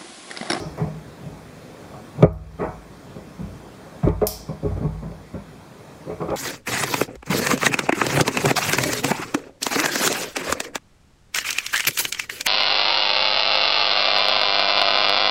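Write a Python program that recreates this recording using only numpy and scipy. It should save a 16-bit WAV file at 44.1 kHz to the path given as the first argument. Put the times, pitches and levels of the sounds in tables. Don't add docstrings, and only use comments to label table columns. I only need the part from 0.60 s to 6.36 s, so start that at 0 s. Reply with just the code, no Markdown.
import sys
import numpy as np
from scipy import signal
from scipy.io import wavfile
from scipy.ndimage import uniform_filter1d

SR = 44100
rng = np.random.default_rng(int(sys.argv[2]) if len(sys.argv) > 2 else 0)


def nominal_scale(level):
    x = np.asarray(level, float) / 20
    return 10 ** x


def dump_mix(stems):
    frames = np.atleast_2d(stems).T
    limited = np.clip(frames, -1, 1)
    pcm = np.round(limited * 32767).astype(np.int16)
    wavfile.write(sys.argv[1], SR, pcm)


N = 254000

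# t/s, top level/dB, then legs, frame and small parts over the top/dB
KNOCKS = [(1.6244, -3.5, -5, -3, -6.5), (1.638, -15, -5, 7.5, -5), (2.567, -43, -11, -23, -12),
          (3.431, -14, -1, -15, -13), (3.453, -16.5, -10, -21, -13), (3.469, -26, -5, 16.5, 2),
          (3.494, -19, -30, -13, -8.5), (3.6145, -21.5, -29, 11.5, 5.5), (3.626, -18.5, -5, 6, -10),
          (4.026, -24.5, 4, -2, -10.5), (4.103, -28, 5, -4, -6.5), (4.519, -49, 11, 13, 10),
          (5.601, -33, -16, 7, -4)]
# t/s, top level/dB, gun frame over the top/dB, push length/s
NUDGES = [(0.048, -32, -11, 0.01), (0.193, -17.5, -13, .018), (0.259, -28.5, -8, 0.0081),
          (0.334, -33, -15.5, .008), (0.569, -31.5, -9.5, 0.1), (0.648, -34.5, -23, 0.0081),
          (0.714, -36.5, -21, .009), (1.549, -26.5, -10, 0.043), (2.554, -32, -4, 0.012),
          (2.589, -56, -3, .007), (3.886, -21.5, -8, 0.0034), (3.898, -26.5, -8, 0.0084),
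          (4.155, -23.5, -7, .012), (4.238, -16, -12, 0.0098), (4.269, -30.5, -14, .015),
          (4.418, -26.5, -7.5, 0.013), (4.449, -27, -17, .012), (4.488, -30, -10.5, .013),
          (4.733, -25, -6, 0.011), (4.878, -40, -33, .015)]
# t/s, top level/dB, gun frame over the top/dB, push length/s
LEANS = [
    (-.025, -31.5, 1, 0.026),
    (1.585, -24.5, -5.5, 0.033),
    (2.06, -31.5, -31, 0.017),
    (2.786, -25.5, -13, 0.017),
    (4.198, -19, -9.5, 0.028),
    (4.335, -29, -16, .005),
]
# t/s, frame level/dB, small parts over the frame/dB, push length/s
GRIPS = [
    (1.981, -23.5, -2.5, .022),
    (4.042, -18, -15, 0.0103),
    (5.453, -29.5, -13, 0.02),
    (5.489, -27.5, -1.5, 0.0091),
    (5.683, -23, -5, 0.0054),
    (5.711, -22, 0.5, 0.011),
]
# t/s, parts level/dB, frame over the parts/dB, push length/s
SCRAPES = [
    (0.174, -31, -10, 0.01),
    (1.334, -39.5, -21, 0.0036),
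    (2, -22.5, -4.5, 0.016),
    (5.55, -50, -4, .021),
    (5.601, -24, -5.5, 0.014),
    (5.622, -33.5, 3, 0.014),
    (5.65, -31, -17, 0.053),
]

# f/Hz, level/dB, time to fall 60 dB/s
LEG_MODES = [(54.35, -1, 0.72), (92.1, 0, 0.53), (47.1, -13, .5), (102.4, -10, 0.14), (70.64, -7, 0.73)]
TOP_MODES = [(166.1, 3, 0.19), (155.6, -7.5, 0.69), (152, -6, 0.035), (198.8, -5.5, 0.352),
             (232, -5.5, 0.076)]
FRAME_MODES = [(420, -2, 0.16), (429, -15.5, 0.33), (331.4, -15.5, 0.29), (366, -6.5, 0.079),
               (522, -1.5, 0.066)]
PART_MODES = [(595, -27, 0.15), (632.8, 4, 0.29), (738, -6, 0.49), (750, -24, 0.22), (866, -5, 0.15),
              (1018, -9, 0.34), (1099, 2.5, 0.041), (1106, -14, 0.7), (1211, -10.5, 0.28),
              (1375, -24, 0.22), (2253, -19.5, 0.38)]
# f/Hz, level per Hz/dB
RATTLE_COLOUR = [(400, -10), (520, 18.5), (1250, 0), (1700, -9), (2300, -3), (2900, -19.5), (4000, -30),
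                 (8000, -63)]
# f/Hz, time to fall 60 dB/s
RATTLE_FADE = [(500, 0.21), (1300, 0.45), (2500, 0.18), (5000, .03)]

# t/s, level/dB
CRACKS = [
    (1.6243, -27.5),
    (3.484, -37),
    (3.612, -53),
    (4.514, -46),
    (5.616, -42),
    (5.701, -35),
]

# t/s, level/dB, treble tilt above 5.5 kHz/dB per octave
SNAPS = [
    (-.06, -26.5, -18),
    (.177, -50, -10),
    (1.729, -43.5, -1),
    (3.6691, -9.5, -1),
]
# f/Hz, level per Hz/dB
SNAP_COLOUR = [(1180, -47), (2000, -27.5), (2530, -20), (2830, -33), (3140, -17), (3550, -22), (5540, -6),
               (6470, -16), (8190, -10), (9010, -17), (10100, -8), (11600, -6), (13300, -0.5), (15200, -9),
               (16000, -40.5)]
# f/Hz, level/dB, time to fall 60 dB/s
PLATE_MODES = [(5470, 24, 0.013), (6050, -38, .02), (7080, 19, 0.011), (10800, 2, 0.027),
               (13200, 19, 0.031)]
# f/Hz, time to fall 60 dB/s
SHOP_FADE = [(2500, 0.56), (5500, 0.47), (8000, 0.36), (12000, 0.21), (15000, 0.23)]

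# f/Hz, level per Hz/dB
AIR_COLOUR = [(15, -66), (25, -21.5), (120, 2), (166, 1), (309, -1), (363, -5.5), (416, -2.5), (796, -8.5),
              (2160, -17.5), (2910, -20.5), (3820, -22.5), (13200, -32), (16000, -38.5)]

# threshold level/dB, share of the excess taken off, fall time/s, recovery/dB per s
DUCKS = [
    (-16.5, 1.032, 0.02, 41.5),
    (-37.5, 0.4, 0.82, 59),
]
# f/Hz, width/Hz
NOTCHES = [(2890, 190), (7860, 93), (11690, 1320), (15530, 60)]


def pushes():
    # time, top dB, then legs, frame and parts in dB over the top, push length
    rows = []
    for s, top_db, frame_db, length in NUDGES:
        rows.append((s, top_db, -13.5, frame_db, frame_db - 4, length))
    for s, top_db, frame_db, length in LEANS:
        rows.append((s, top_db, -3.5, frame_db, frame_db - 4, length))
    top_db = -3
    for s, frame_db, parts_db, length in GRIPS:
        rows.append((s, frame_db + top_db, -10, -top_db, parts_db - top_db, length))
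    for s, parts_db, frame_db, length in SCRAPES:
        rows.append((s, parts_db + top_db, -13, frame_db - top_db, -top_db, length))
    return sorted(rows)


def bench(events, grit_db, swell):
    t = np.arange(SR * 3 // 4) / SR
    top = below(above(ring(TOP_MODES, t), 85), 260)
    legs = ring(LEG_MODES, t) * (1 - np.exp(-(t / 0.011) ** 2))
    frame = below(above(ring(FRAME_MODES, t), 236), 450)
    parts = peaked(below(above(ring(PART_MODES, t), 283), 3300))

    hz = np.fft.rfftfreq(256, 1 / SR)[:, None]
    frame_s = np.arange(120) * 64 / SR
    rattle_db = read(RATTLE_COLOUR, hz) - 60 * frame_s / read(RATTLE_FADE, hz)
    loosen = 1 - np.exp(-t[:119 * 64] / 0.00024)

    size = (len(events), 6000)
    grit = nominal_scale(grit_db * rng.standard_normal(size))
    slips = rng.standard_normal(size) * grit
    out = np.zeros(N)
    for (s, top_db, *over_db, length), slip in zip(events, slips):
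        u = t[:6000] / max(length, .001)
        force = slip * u ** swell * np.exp(-u)
        rattle = peaked(below(shaped(rattle_db, 256) * loosen, 3600))
        small = parts.copy()
        add(small, 0, nominal_scale(0.5) * rattle)
        levels = nominal_scale(top_db + np.array([0, *over_db]))
        for level, body in zip(levels, [top, legs, frame, small]):
            add(out, s, level * peaked(signal.fftconvolve(force, body)))
    return out


def cracks():
    t = np.arange(1500) / SR
    puff_s = 0.0043
    out = np.zeros(N)
    for s, db in CRACKS:
        noise = rng.standard_normal(1500)
        puff = noise * t / puff_s * np.exp(-(t / puff_s) ** 2)
        add(out, s, nominal_scale(db) * peaked(below(above(puff, 1250), 1600)))
    return out


def snaps():
    t = np.arange(900) / SR
    hz = np.fft.rfftfreq(256, 1 / SR)[:, None]
    frame_s = np.arange(600) * 64 / SR
    out = np.zeros(N)
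    for s, db, tilt_db in SNAPS:
        octaves = np.log2(np.maximum(hz / 5500, 1))
        colour_db = read(SNAP_COLOUR, hz) + tilt_db * octaves
        crack = shaped(colour_db + np.zeros(20), 256)[:900] * np.exp(-t / 0.0045)
        direct = peaked(peaked(crack) + 0.42 * peaked(ring(PLATE_MODES, t)))
        tail = peaked(shaped(colour_db - 60 * frame_s / read(SHOP_FADE, hz), 256))
        tail = tail * (1 - np.exp(-np.arange(len(tail)) / SR / 0.0066))
        add(out, s, nominal_scale(db) * direct)
        add(out, s + 0.002, nominal_scale(db - 27) * direct)
        add(out, s, nominal_scale(db - 6) * tail)
    return out


def air():
    frames = N // 256 + 5
    hz = np.fft.rfftfreq(1024, 1 / SR)[:, None]
    patches = rng.standard_normal((frames, 513)).T
    patches = uniform_filter1d(patches, 8, 0)
    patches = uniform_filter1d(patches, 12, 1)
    hiss = shaped(read(AIR_COLOUR, hz) + 1.5 * evened(patches), 1024)[:N]

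    t = np.arange(SR // 2) / SR
    bodies = ring(TOP_MODES + FRAME_MODES, t) + 0.34 * ring(PART_MODES, t)
    rumble = signal.fftconvolve(rng.standard_normal(N), bodies)[:N]
    return nominal_scale(-41) * evened(hiss) + nominal_scale(-48.5) * evened(rumble)


def ring(modes, t):
    return sum(nominal_scale(db - 60 * t / t60) * np.sin(2 * np.pi * hz * t) for hz, db, t60 in modes)


def shaped(field_db, size):
    a, b = rng.standard_normal(field_db.T.shape + (2,)).T
    spectra = (a + 1j * b) * nominal_scale(field_db)
    return signal.istft(spectra, nperseg=size, noverlap=size * 3 // 4)[1]


def above(x, hz):
    return signal.sosfilt(signal.butter(3, hz, "high", fs=SR, output="sos"), x)


def below(x, hz):
    return signal.sosfilt(signal.butter(2, hz, fs=SR, output="sos"), x)


def peaked(x):
    return x / np.sqrt(uniform_filter1d(x ** 2, size=441).max() + 1e-20)


def evened(x):
    return x / np.sqrt(np.mean(x ** 2) + 1e-20)


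def read(points, hz):
    f, value = np.transpose(points)
    return np.interp(np.log(hz + 1), np.log(f + 1), value)


def add(mix, s, sound):
    at = round(s * SR)
    sound = sound[max(-at, 0):]
    part = mix[max(at, 0):][:len(sound)]
    part += sound[:len(part)]


def scene():
    knocks = [(*row, 0.0081) for row in KNOCKS]
    handling = bench(pushes(), 2.93, 0.81)
    blows = bench(knocks, 2.9, 0.037)
    return (handling + blows + cracks() + snaps() + air())[None]


def ducked(x):
    power = uniform_filter1d(x[0] ** 2, size=1323, origin=661)
    power_db = 10 * np.log10(abs(power) + 1e-12)
    gain_db = 0
    for threshold_db, share, fall_s, pace in DUCKS:
        climb = np.arange(N) * pace / SR
        cut_db = share * np.maximum(power_db - threshold_db, 0)
        held_db = np.maximum.accumulate(cut_db + climb) - climb
        keep = np.exp(-1 / (fall_s * SR))
        gain_db = gain_db - signal.lfilter([1 - keep], [1, -keep], held_db)
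    return x * nominal_scale(gain_db)


def roll_off(x):
    return signal.sosfilt(signal.butter(12, 16340, fs=SR, output="sos"), x)


def record(dry):
    x = ducked(above(dry, 39.7))
    for hz, width in NOTCHES:
        x = signal.lfilter(*signal.iirnotch(hz, hz / width, SR), x)
    treble_edge = signal.firwin(511, 15720, window=("kaiser", 9), fs=SR)
    x = signal.oaconvolve(x, treble_edge[None], "same")
    x = x / (1 + abs(x / .99) ** 10) ** (1 / 10)
    return roll_off(x)


dry = scene()
out = record(dry)
dump_mix(out)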